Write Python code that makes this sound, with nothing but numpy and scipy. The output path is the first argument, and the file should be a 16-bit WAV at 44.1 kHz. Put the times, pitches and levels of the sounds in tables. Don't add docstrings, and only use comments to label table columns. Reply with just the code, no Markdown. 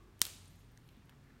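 import sys
import numpy as np
from scipy import signal
from scipy.fft import rfft, irfft
from scipy.io import wavfile

SR = 44100
rng = np.random.default_rng(int(sys.argv[2]) if len(sys.argv) > 2 else 0)


def dump_mix(stems):
    frames = np.atleast_2d(stems).T
    limited = np.clip(frames, -1, 1)
    pcm = np.round(limited * 32767).astype(np.int16)
    wavfile.write(sys.argv[1], SR, pcm)


def ratio(d):
    e = np.asarray(d, float) / 20
    return 10 ** e


N = 61739

# f/Hz, density/dB per Hz
AIR_SPECTRUM = [(30, -9), (130, -4.5), (245, -11.5), (420, -18.5), (600, -24), (1200, -23.5), (5000, -35.5),
                (16000, -44.5)]
AIR_DB = -63
# t/s, f/Hz, level/dB
MOTOR_DRONE = [
    (0, 99.9, -70),
    (0.221, 91.9, -64),
    (0.578, 90.04, -63),
    (.66, 118.4, -64.5),
    (.95, 120, -65),
    (1.05, 124.9, -72),
    (1.201, 140.8, -64),
    (1.4, 135.5, -69),
]
DRONE_SWELL_DB, DRONE_WAVER_HZ = 2.2, 2
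HUM_HZ, HUM_DB = 48, -69.5

# t/s, length/s, level/dB, centre f/Hz,
# width/octaves
RUSTLES = [(0.024, 0.061, -71.5, 1130, .2), (0.067, .2, -70, 350, .3),
           (0.935, 0.088, -77.5, 2870, 0.83), (1.112, 0.034, -73, 1270, 1.4),
           (1.33, 0.1, -74.5, 1580, .6), (.52, 0.13, -75.5, 3000, 1.1), (0.52, 0.23, -85.5, 9080, .15),
           (.58, 0.074, -83.5, 6610, 0.3), (1.29, 0.19, -72, 260, 0.17), (1.182, 0.095, -68, 99, 0.22),
           (0.97, 0.042, -70.5, 238, 0.28), (1.243, 0.002, -74, 5500, 1.43),
           (.86, 0.0094, -79, 11800, .6),
           (.5, .04, -78, 12500, .3),
    (.6, .04, -81, 11500, .5),
    (.41, .04, -84, 14000, .3),
    (.8, .06, -86, 12500, .4),
    (.925, .015, -81, 12500, .5),
    (.51, .02, -67, 150, .1),
]

# t/s, level/dB, low f/Hz, high f/Hz, length/s
TICKS = [(0.1935, -46, 2950, 14000, 0.00018), (.2053, -51, 2520, 14100, .00015),
         (0.2114, -50, 5070, 15500, 0.00044), (0.2138, -51, 4000, 14800, .0008),
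         (.2248, -24.5, 4040, 10100, 0.00038), (0.2528, -26, 2870, 7800, 0.00021),
         (.2530, -32, 9800, 14700, 0.00052), (.2668, -30, 8000, 13900, 0.00044),
         (0.457, -49, 5500, 9500, .0006), (0.477, -58.5, 8500, 9500, 0.0066),
         (0.556, -59, 4950, 14100, 0.0076), (0.7174, -61, 12500, 15760, 0.0016),
         (0.7744, -57.5, 1504, 2080, .001), (.7751, -51.5, 3180, 6500, 0.00063),
         (.7752, -59, 7070, 13060, 0.0012), (0.878, -58, 7930, 13000, 0.0018),
         (.889, -53.5, 2540, 3600, 0.0017), (0.8893, -55, 5000, 15800, 0.0011),
         (.9675, -65.5, 11500, 15000, 0.0011), (1.0565, -64, 9100, 13950, 0.00098),
         (1.0947, -48, 1000, 3800, 0.0017), (1.0953, -54.5, 6000, 15900, .0015),
         (1.099, -61, 1490, 15000, .003),
         (.2669, -37, 1700, 3900, .0003),
    (.2669, -48, 500, 1700, .0005),
    (.7751, -59, 3300, 4300, .0008),
]

# f/Hz, density/dB per Hz
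SCATTER_SPECTRUM = [(240, -47), (400, -21), (1220, -15), (2180, -8.5), (2800, -30.5), (3070, -7),
                    (8630, -6), (16000, -20)]
# f/Hz, density/dB per Hz
ROOM_SPECTRUM = [(250, -9.5), (700, -13.5), (1500, -9.5), (3300, -4.5), (5500, -6), (9300, -7),
                 (11000, -10.5), (16000, -8)]
# f/Hz, t60/s
ROOM_DECAY = [(700, 0.85), (2000, .5), (3500, 0.67), (6000, 0.61), (9000, 0.66), (15000, 0.28)]
HANDS_DB, HANDS_T60_S, HANDS_ONSET_S = -13.5, 0.0062, 0.0012
FLOOR_DB, FLOOR_T60_S, FLOOR_ONSET_S = -36, 0.076, 0.0052
ROOM_DB, ROOM_ONSET_S = -43.5, 0.02

# f/Hz, level/dB, t60/s
POD_MODES = [(3040, -53, 0.0223), (3706, -11.5, .001), (4800, -5, 0.0005), (5900, -4, 0.0014),
             (6500, -12.5, 0.0018), (7800, -10.5, .001), (9580, -2.5, .002), (11500, -1, .0008),
             (14500, 0, 0.00043)]
# f/Hz, level/dB, t60/s
FINGER_MODES = [(229, -39.5, 0.027), (355, -33, 0.014), (1240, -21, 0.0048), (2070, -17, .003)]
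SNAP_S, SNAP_DB = 0.21692, -6
STRAIN_HZ, STRAIN_DB, STRAIN_START_S, STRAIN_RISE_DB_PER_S = 3100, -49, 0.2062, 1500
RADIATE_HZ = 2470
CRACK_NOTCH_HZ, CRACK_NOTCH_Q = 2700, 6

OVERLOAD = 1.1
MIC_DIP_HZ, MIC_DIP_WIDTH_HZ, MIC_DIP_DB = 10700, 350, -4
CUTOFF_HZ, CUTOFF_HZ_PER_DB = 15800, 22


def rms_one(x):
    return x / np.sqrt(np.mean(x ** 2) + 1e-20)


def at_hz(points, hz):
    table = np.array(points)
    return np.interp(np.log(hz), np.log(table[:, 0]), table[:, 1])


def drift(rate_hz):
    r = np.exp(-80 * np.pi * rate_hz / SR)
    white = rng.standard_normal(N // 40 + 2002)
    slow = signal.lfilter([1], [1, -2 * r, r * r], white)[2000:]
    return np.interp(np.arange(N) / 40, np.arange(len(slow)), rms_one(slow))


def band(x, low_hz, high_hz):
    sos = signal.butter(2, [low_hz, min(high_hz, .45 * SR)], "band", fs=SR, output="sos")
    return signal.sosfilt(sos, x)


def coloured(spectrum, shape):
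    edges_hz = 22 * 2 ** np.arange(0, 9.7, 1 / 3)
    white = rng.standard_normal((2, N + 8192))
    out = flat = 0
    for k, (low_hz, high_hz) in enumerate(zip(edges_hz, edges_hz[1:])):
        hz = np.sqrt(low_hz * high_hz)
        part = ratio(at_hz(spectrum, hz)) * band(white[k % 2], low_hz, high_hz)[8192:]
        out = out + part * shape(hz)
        flat = flat + part
    return out / np.sqrt(np.mean(flat ** 2))


def dying(t60_s, onset_s):
    t = np.maximum(np.arange(N) / SR - SNAP_S, 0)
    return (1 - np.exp(-(t / onset_s) ** 2)) * ratio(-60 * t / t60_s)


def background():
    t = np.arange(N) / SR
    knot_s, knot_hz, knot_db = np.transpose(MOTOR_DRONE)
    drone_db = np.interp(t, knot_s, knot_db) + DRONE_SWELL_DB * drift(12)
    drone_hz = np.interp(t, knot_s, knot_hz) + DRONE_WAVER_HZ * drift(16)
    drone = ratio(drone_db) * np.sqrt(2) * np.sin(2 * np.pi * np.cumsum(drone_hz) / SR)
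    hum = ratio(HUM_DB + 2.5 * drift(5.5)) * np.sqrt(2) * np.sin(2 * np.pi * HUM_HZ * t)
    air = ratio(AIR_DB) * coloured(AIR_SPECTRUM, lambda hz: ratio(0.4 * drift(8)))
    return air + drone + hum


def rustles():
    t = np.arange(N) / SR
    out = np.zeros(N)
    for start_s, length_s, db, hz, octaves in RUSTLES:
        grain = ratio(db + 2.4 * drift(59))
        swell = np.exp(-.5 * ((t - start_s) / length_s) ** 2)
        noise = band(rng.standard_normal(N), hz * 2 ** (-octaves / 2), hz * 2 ** (octaves / 2))
        out += grain * swell * rms_one(noise)
    return out


def ticks():
    out = np.zeros(N + 2048)
    t = np.arange(2048) / SR
    noises = rng.standard_normal((30, 2048))
    for (start_s, db, low_hz, high_hz, length_s), white in zip(TICKS, noises):
        burst = (white + 2.2 * (t == 0)) * np.exp(-t / length_s)
        tick = band(burst, low_hz, high_hz)
        i = int(start_s * SR)
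        out[i:i + 2048] += ratio(db) * tick / np.max(np.abs(tick))
    return out[:N]


def echoes():
    def near_shape(hz):
        hands = ratio(HANDS_DB) * dying(HANDS_T60_S, HANDS_ONSET_S)
        return hands + ratio(FLOOR_DB) * dying(FLOOR_T60_S, FLOOR_ONSET_S)

    def room_shape(hz):
        return dying(at_hz(ROOM_DECAY, hz), ROOM_ONSET_S)

    bass_loss = [(60, -60)]
    near = coloured(bass_loss + list(SCATTER_SPECTRUM), near_shape)
    room = coloured(bass_loss + list(ROOM_SPECTRUM), room_shape)
    return near + ratio(ROOM_DB) * room


def ring(modes, after_s):
    return sum(ratio(db - 60 * after_s / t60_s) * np.sin(2 * np.pi * hz * after_s)
               for hz, db, t60_s in modes)


def snap():
    t = np.arange(N) / SR - SNAP_S
    after_s = np.clip(t, 0, .5)
    straining = (t > STRAIN_START_S - SNAP_S) * (t < 0)
    strain_level = ratio(STRAIN_DB + STRAIN_RISE_DB_PER_S * np.minimum(t, 0))
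    strain = strain_level * straining * np.sin(2 * np.pi * STRAIN_HZ * t)
    radiation = signal.butter(3, RADIATE_HZ, "high", fs=SR, output="sos")
    pod = signal.sosfilt(radiation, ring(POD_MODES, after_s))
    crack = pod - ring(FINGER_MODES, after_s)
    notch_b, notch_a = signal.iirnotch(CRACK_NOTCH_HZ, CRACK_NOTCH_Q, SR)
    return ratio(SNAP_DB) * signal.lfilter(notch_b, notch_a, crack) + strain


def scene():
    return (snap() + echoes() + ticks() + rustles() + background())[None]


def band_limit(x):
    return signal.sosfilt(signal.butter(12, 17020, fs=SR, output="sos"), x)


def record(dry):
    hz = np.fft.rfftfreq(N, 1 / SR)
    dip_db = MIC_DIP_DB / (1 + ((hz - MIC_DIP_HZ) / MIC_DIP_WIDTH_HZ) ** 2)
    top_cut_db = np.maximum(hz - CUTOFF_HZ, 0) / CUTOFF_HZ_PER_DB
    rounded = OVERLOAD * np.tanh(dry / OVERLOAD)
    mix = irfft(rfft(rounded) * ratio(dip_db - top_cut_db), N)
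    return band_limit(mix)


dry = scene()
out = record(dry)
dump_mix(out)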